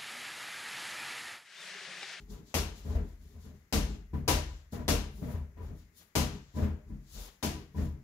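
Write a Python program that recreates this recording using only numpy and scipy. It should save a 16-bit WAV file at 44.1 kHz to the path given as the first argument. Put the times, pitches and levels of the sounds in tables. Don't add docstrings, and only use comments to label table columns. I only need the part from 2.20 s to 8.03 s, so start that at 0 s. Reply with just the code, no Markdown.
import sys
import numpy as np
from scipy import signal
from scipy.fft import rfft, irfft
from scipy.io import wavfile
from scipy.ndimage import uniform_filter1d

SR = 44100
rng = np.random.default_rng(int(sys.argv[2]) if len(sys.argv) > 2 else 0)


def volts_from_decibels(level):
    exponent = np.asarray(level, float) / 20
    return 10 ** exponent


def file_out(sig):
    cols = np.atleast_2d(sig).T
    lim = np.clip(cols, -1, 1)
    pcm = np.round(lim * 32767).astype(np.int16)
    wavfile.write(sys.argv[1], SR, pcm)


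N = 257103
TAIL = SR // 2
ECHO = 2 ** 17
BANDS_HZ = 177 * 2 ** (np.arange(14) / 2)
PORTS_HZ = 673

# start [s], boom peak [dB], then deep, thud and skin slap against the boom [dB].
FLOOR_BOUNCES = [
    (0.3414, -28.5, -3, -4, -4),
    (1.5254, -29.5, 4.5, 2.5, -4),
    (2.0783, -25, 0, -5, -3.5),
    (2.6803, -27.5, 0, -0.5, -2.5),
    (3.9529, -27.5, -5, 1.5, -3.5),
    (5.227, -33, -4.5, 2.5, -2.2),
]
# start [s], boom peak [dB], contact time [s], thud and skin against the boom [dB].
PALM_CONTACTS = [(0.101, -47, 0.047, -1.5, -13.5), (0.645, -37, 0.039, -3, -14.5),
                 (0.673, -33.5, 0.12, -6.5, -16.5), (0.75, -27.5, 0.0047, -9, -17),
                 (1.142, -44, 0.032, -12, -19), (1.238, -49, 0.074, 1, -12.5),
                 (1.932, -29.5, 0.012, -3, -17.5), (2.524, -34.5, 0.023, -1.5, -11),
                 (2.59, -32, 0.013, -8, -17), (3.015, -38, 0.026, 2, -10.5),
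                 (3.068, -42.5, 0.048, 6.5, -5.5), (3.138, -27.5, 0.0037, -22, -23.5),
                 (3.366, -47, 0.023, -9, -7.5), (3.404, -35, 0.034, -18.5, -19.5),
                 (3.499, -36, 0.015, -9, -22.5), (4.338, -34, 0.095, -3, -17), (4.363, -40, 0.032, 8.5, -3),
                 (4.416, -23, 0.023, -6, -18.5), (4.695, -41.5, 0.032, 0.5, -21.5),
                 (4.943, -59, 0.052, 7.5, 0.5), (5.543, -37.5, 0.037, -1.5, -16),
                 (5.568, -28.5, 0.04, -3, -17), (5.619, -33, 0.011, 1, -25)]
# full strength at [s], rise [s], hold [s], footing rumble [dB], skin creak [dB].
WEIGHT_SHIFTS = [(0.0, .02, 0.023, -47, -54.5), (0.108, 0.063, 0.0086, -41.5, -51.5),
                 (0.19, 0.067, 0.025, -55, -49), (0.5, 0.087, 0.0082, -54, -51.5),
                 (0.59, .04, .04, -54, -66), (0.74, 0.1, 0.09, -34.5, -42), (1.018, 0.15, .05, -49.5, -61),
                 (1.19, 0.27, 0.16, -53, -57), (3.72, 0.08, 0.094, -76, -68.5),
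                 (1.7, 0.1, 0.0093, -40, -40), (1.806, .05, 0.0082, -45, -61),
                 (2.03, 0.12, 0.0078, -34, -45), (2.3, 0.07, 0.021, -44, -61.5),
                 (2.65, 0.18, .01, -47, -63), (2.85, 0.06, 0.025, -42.5, -48.5),
                 (2.99, .08, 0.22, -43.5, -47), (3.4, 0.085, 0.11, -42.5, -51.5),
                 (3.55, .05, .04, -65.5, -68), (4.12, 0.089, 0.036, -46, -47),
                 (4.41, 0.045, 0.095, -46, -44), (4.685, 0.034, 0.028, -43, -49.5),
                 (4.962, 0.094, 0.045, -43, -61), (5.4, 0.13, 0.013, -56, -47), (5.73, 0.2, 0.13, -75, -56)]
# full strength at [s], rise [s], hold [s], sleeve rustle [dB],
# finger hiss against the sleeve [dB].
RUBBINGS = [(0.0, .02, 0.0056, -65.5, -6), (0.103, 0.017, 0.019, -56, -6.5),
            (0.271, 0.033, .05, -62.5, -10), (0.563, 0.034, 0.024, -57, -10),
            (0.702, 0.15, 0.048, -60.5, -6.5), (0.9, 0.3, .01, -67, -6.5), (1.015, 0.073, 0.12, -71, -4.5),
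            (1.225, 0.077, 0.037, -63.5, -5.5), (1.35, .05, 0.024, -73.5, -6),
            (1.703, 0.055, .02, -59.5, -11), (1.965, .05, 0.031, -72, 0.5),
            (2.3, 0.12, 0.079, -60.5, -13.5), (2.526, 0.01, .02, -51.5, -5), (2.966, 0.074, 0.16, -61, -2),
            (3.431, 0.037, 0.052, -70, -3), (3.586, .07, 0.0088, -68.5, -5),
            (3.78, 0.036, 0.0089, -58.5, -2), (4.125, .05, 0.039, -59.5, -14),
            (4.25, 0.12, 0.037, -66, -24), (4.37, 0.044, 0.049, -55.5, -7.5), (4.69, 0.038, 0.13, -76, -6),
            (4.951, 0.086, 0.094, -49.5, -7), (5.39, 0.059, .01, -63, -8), (5.572, 0.037, 0.067, -58.5, -4)]

# frequency [Hz], level [dB], t60 [s].
DEEP_MODES = [(45.08, 6.5, 0.57), (55.77, -1.5, 0.69), (61.17, 5, 0.32)]
# frequency [Hz], level [dB], t60 [s].
BOOM_MODES = [(70.4, -10.5, 0.7), (77.83, 2, 0.41), (85.7, -14.5, 0.55)]
# frequency [Hz], level [dB], t60 [s].
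THUD_MODES = [(123.8, -3.5, 0.38), (140.04, 1, 0.52), (171.7, -4, 0.38), (206.5, 2, 0.37),
              (241.2, 0.5, 0.37), (284, -3.5, 0.32), (315.5, -8, 0.52)]
# frequency [Hz], level [dB], t60 [s].
BALL_AIR_MODES = [(375, -9.5, 0.36), (405, -3.5, 0.39), (431, -2, 0.29), (472.7, -3.5, 0.38),
                  (536, -9, 0.17), (601, -9, 0.41), (679, -11, 0.32), (732, -9, 0.22), (825, -12, 0.24),
                  (974, -8.5, 0.36), (1029.5, -11.5, 0.23), (1176, -14.5, 0.36), (1570, -22.5, 0.69),
                  (1862, -23, 0.38)]
# frequency [Hz], t60 [s].
ROOM_T60 = [(300, 0.4), (1000, 0.43), (3000, 0.44), (7000, 0.33), (14000, 0.25)]

# frequency [Hz], density [dB per Hz].
SLAP_SPECTRUM = [(310, 3), (520, 1.5), (609, -3), (673, 0.5), (1210, -3), (1760, -6.5), (2910, -3.5),
                 (3450, -5.5), (6390, -4), (8390, -12.5), (10900, -9.5), (13900, -13), (16000, -18)]
# frequency [Hz], density [dB per Hz].
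PAT_SPECTRUM = [(250, -24), (500, 12), (1000, 4), (1800, 0.5), (3500, -11.5), (7000, -18.5), (8600, -26),
                (12000, -19), (16000, -16)]
# frequency [Hz], density [dB per Hz].
CREAK_SPECTRUM = [(65, -36), (110, 0), (203, 2), (371, -13.5), (412, -1.5), (514, -33), (845, -23.5),
                  (1160, -30.5), (1340, -33), (2500, -51), (3250, -59), (5500, -120)]
# frequency [Hz], density [dB per Hz].
SLEEVE_SPECTRUM = [(500, -2.5), (1200, -6), (2400, -8.5), (3500, -2.5), (5500, -4), (7200, -2.5),
                   (8500, -17), (10000, -43)]
# frequency [Hz], density [dB per Hz].
FINGER_SPECTRUM = [(7500, -25), (9000, -6.5), (10500, 0.5), (13000, -3), (15500, -1), (16200, -29)]
# frequency [Hz], density [dB per Hz].
HISS_SPECTRUM = [(30, 6), (130, 1), (300, -10.5), (900, -17.5), (2000, -8.5), (3300, -24.5), (7000, -19),
                 (8400, -32), (12000, -23), (16000, -26.5)]
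# frequency [Hz], left minus right [dB].
LEFT_MINUS_RIGHT = [(60, 2.5), (250, 2.5), (1000, 5), (4000, 6), (12000, 8.5)]
# frequency [Hz], gain [dB].
TOP_CUT = [(15700, -2.5), (16100, -35)]


def on_log(table, hz):
    f, v = np.transpose(table)
    return np.interp(np.log(hz + 1), np.log(f), v)


def colour(x, table):
    size = x.shape[-1]
    gain = volts_from_decibels(on_log(table, np.fft.rfftfreq(size, 1 / SR)))
    y = irfft(rfft(x) * gain, size)
    return y / np.sqrt(np.mean(y ** 2))


def field(size):
    mid, side = rfft(rng.standard_normal((2, size)))
    alike = 1 / (1 + (np.fft.rfftfreq(size, 1 / SR) / PORTS_HZ) ** 2)
    difference = np.sqrt(1 - alike) * side * np.array([[1], [-1]])
    return irfft(np.sqrt(1 + alike) * mid + difference, size)


def walk(rate_hz, size=N):
    k = int(SR / rate_hz)
    steps = np.repeat(rng.standard_normal(size // k + 1), k)
    return 1.69 * uniform_filter1d(uniform_filter1d(steps, k), k)[:size]


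def room_hiss():
    return volts_from_decibels(-67) * colour(field(N), HISS_SPECTRUM)


def gestures(table, fall_db_s):
    s, rise, hold, *levels_db = np.transpose(table)[:, :, None]
    t = np.arange(0, N, 64) / SR
    climb_db = 17.5 * np.maximum(s - t, 0) / np.maximum(rise, .005)
    fall_db = fall_db_s * np.maximum(t - s - np.abs(hold), 0)
    gains = []
    for db in levels_db:
        energy = (volts_from_decibels(db - climb_db - fall_db) ** 2).sum(0)
        gains.append(np.interp(np.arange(N) / SR, t, np.sqrt(energy)))
    return gains


def humps(table, spread, dip_db):
    around = (1 - spread, dip_db), (1, 0), (1 + spread, dip_db)
    return [(hz * k, db + dip) for hz, db, _ in table for k, dip in around]


def weight_shifts():
    feet, creak = gestures(WEIGHT_SHIFTS, fall_db_s=146)
    hum = [(21, -37)] + humps(DEEP_MODES + BOOM_MODES, spread=0.035, dip_db=-7.5) + [(110, -33), (300, -100)]
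    level_modes = [(hz, 0, t60) for hz, _, t60 in THUD_MODES + BALL_AIR_MODES]
    air = humps(level_modes, spread=0.015, dip_db=-2)
    rumble = feet * colour(field(N), hum)
    stick_slip = volts_from_decibels(1.7 * walk(35))
    return rumble + creak * stick_slip * colour(colour(field(N), CREAK_SPECTRUM), air)


def rubbings():
    drag_s, drag_hz = 0.031, 3100
    rows = [(*row, db, db + rel) for *row, db, rel in RUBBINGS]
    sleeve, finger = gestures(rows, fall_db_s=170)
    shared = walk(8.9)
    cloth = volts_from_decibels(1.2 * shared + 0.73 * walk(60)) * colour(field(N), SLEEVE_SPECTRUM)
    dull = signal.sosfiltfilt(signal.butter(4, drag_hz, fs=SR, output="sos"), cloth)
    late = np.interp(np.arange(N) - drag_s * SR, np.arange(N), sleeve)
    rustle = sleeve * (cloth - dull) + late * dull
    return rustle + finger * volts_from_decibels(0.82 * shared + 1.3 * walk(68)) * colour(field(N), FINGER_SPECTRUM)


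def modes(table):
    hz = np.transpose(table)[0][:, None, None]
    slip = 1.8 * np.minimum(hz / PORTS_HZ, 2) * rng.standard_normal(hz.shape) * np.array([[.5], [-.5]])
    waver = []
    for f in hz.ravel():
        flicker = 0.98j * walk(33.95, size=2 * TAIL) + 0.35 * walk(35.98, size=2 * TAIL)
        waver.append([min(f / 300, 1.5) * flicker])
    return np.exp(1j * (2 * np.pi * hz * np.arange(2 * TAIL) / SR + slip) + np.array(waver))


def walls(spectrum):
    hz = np.fft.rfftfreq(ECHO, 1 / SR)
    echo = rfft(field(ECHO)) * volts_from_decibels(on_log(spectrum, hz))
    bands = []
    for centre in BANDS_HZ:
        window = np.clip(1 - 2 * np.abs(np.log2((hz + 1) / centre)), 0, 1)
        bands.append(irfft(echo * window))
    return np.array(bands)


def swell(t60, rise_s, hold_s):
    t = np.arange(TAIL) / SR
    free = np.sqrt(t ** 2 + hold_s ** 2) - hold_s
    ends = (1 - np.exp(-t / max(rise_s, 1e-4))) * np.minimum(1, (t[-1] - t) * 10)
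    return ends * np.exp(-np.log(1000) * free / np.reshape(t60, (-1, 1)))


def contacts(s, levels_db, contact_s, tones, echoes, above_hz, rises, hold, scatter_db, tilt_db):
    out, objects = np.zeros((2, N + TAIL)), (DEEP_MODES, BOOM_MODES, THUD_MODES, BALL_AIR_MODES)
    luck = rng.random((len(s), 2, sum(map(len, objects)) + 1))
    treble = np.sqrt(echoes[BANDS_HZ > above_hz].sum(0).var() / echoes.sum(0).var())
    for at, db, contact, (turn, size) in zip((s * SR).astype(int), levels_db, contact_s, luck):
        layers, first, skip = [], 0, int(size[-1] * TAIL)
        for body, tone, rise in zip(objects, tones, rises):
            hz, mode_db, t60 = np.transpose(body)
            own = slice(first, first + len(body))
            gain = volts_from_decibels(mode_db + tilt_db * np.log2(hz) + scatter_db * (2 * size[own] - 1))
            gain = gain * np.exp(2j * np.pi * turn[own] * np.minimum(hz / 250, 1))
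            gain = gain * np.exp(-1j * np.angle(tone[:, 0, skip]))
            shape = gain[:, None] * swell(t60, rise * contact, hold * contact)
            layers.append(np.einsum("mt,mct->ct", shape, tone[:, :, skip:skip + TAIL]).imag)
            first += len(body)
        start = int(turn[-1] * (ECHO - TAIL))
        shape = swell(on_log(ROOM_T60, BANDS_HZ), rises[-1] * contact, hold * contact)
        layers.append(np.einsum("mt,mct->ct", shape, echoes[:, :, start:start + TAIL]))
        for sound, gain in zip(layers, volts_from_decibels(db) / [1, 1, 1, 1, treble]):
            peak = np.sqrt(uniform_filter1d(sound.mean(0) ** 2, size=600).max())
            out[:, at:at + TAIL] += sound * gain / peak
    return out[:, :N]


def palms(tones):
    s, db, contact, thud, skin = np.transpose(PALM_CONTACTS)
    pat = skin - 10.5
    levels_db = (db + np.array([0 * db - 10, 0 * db, thud, skin, pat])).T
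    return contacts(s, levels_db, contact, tones, walls(PAT_SPECTRUM), above_hz=1400,
                    rises=(0.24, 0.3, 0.23, 0.36, 0.51), hold=0.62, scatter_db=4.5, tilt_db=-2.0)


def bounces(tones):
    s, db, deep, thud, slap = np.transpose(FLOOR_BOUNCES)
    ring = slap - 2.5
    levels_db = (db + np.array([deep, 0 * db, thud, ring, slap])).T
    contact_s = 0.03 + 0 * s
    return contacts(s, levels_db, contact_s, tones, walls(SLAP_SPECTRUM), above_hz=1500,
                    rises=(0.85, 0.7, 0.33, 0.18, 0.08), hold=1.0, scatter_db=4.0, tilt_db=3.4)


def knocks():
    knock_db, knock_s = 7, 0.00038
    crack_db, crack_s = 3, 0.0004
    wall_s, wall_db = 0.0095, 1
    s, db, *_, slap = np.transpose(FLOOR_BOUNCES)
    t, out = np.arange(-200, 200) / SR, np.zeros((2, N))
    dip = -(1 - (t / knock_s) ** 2) * np.exp(-(t / knock_s) ** 2 / 2)
    burst = volts_from_decibels(crack_db) * np.exp(-((t - knock_s) / crack_s) ** 2 / 2)
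    grits = rng.standard_normal((len(s), 2, len(t)))
    for at, gain, grit in zip(s + knock_s * 2, volts_from_decibels(db + slap + knock_db), grits):
        knock = dip + burst * uniform_filter1d(grit.mean(0) + grit / 2, size=3)
        for late, loss in ((0, 1), (wall_s, volts_from_decibels(wall_db))):
            first = int((at + late) * SR) - len(t) // 2
            out[:, first:first + len(t)] += gain * loss * knock
    return out


def scene():
    tones = modes(DEEP_MODES), modes(BOOM_MODES), modes(THUD_MODES), modes(BALL_AIR_MODES)
    handling = weight_shifts() + rubbings()
    return room_hiss() + handling + palms(tones) + bounces(tones) + knocks()


def top_cut(x):
    return signal.sosfilt(signal.butter(12, 16840, fs=SR, output="sos"), x)


def record(dry):
    lead_s = 0.00013
    dry = signal.sosfilt(signal.butter(4, 38, "high", fs=SR, output="sos"), dry)
    hz, side = np.fft.rfftfreq(N, 1 / SR), np.array([[.5], [-.5]])
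    ports = volts_from_decibels(on_log(LEFT_MINUS_RIGHT, hz) * side + on_log(TOP_CUT, hz))
    ports = ports * np.exp(2j * np.pi * hz * lead_s * side)
    return top_cut(irfft(rfft(dry) * ports, N))


dry = scene()
out = record(dry)
file_out(out)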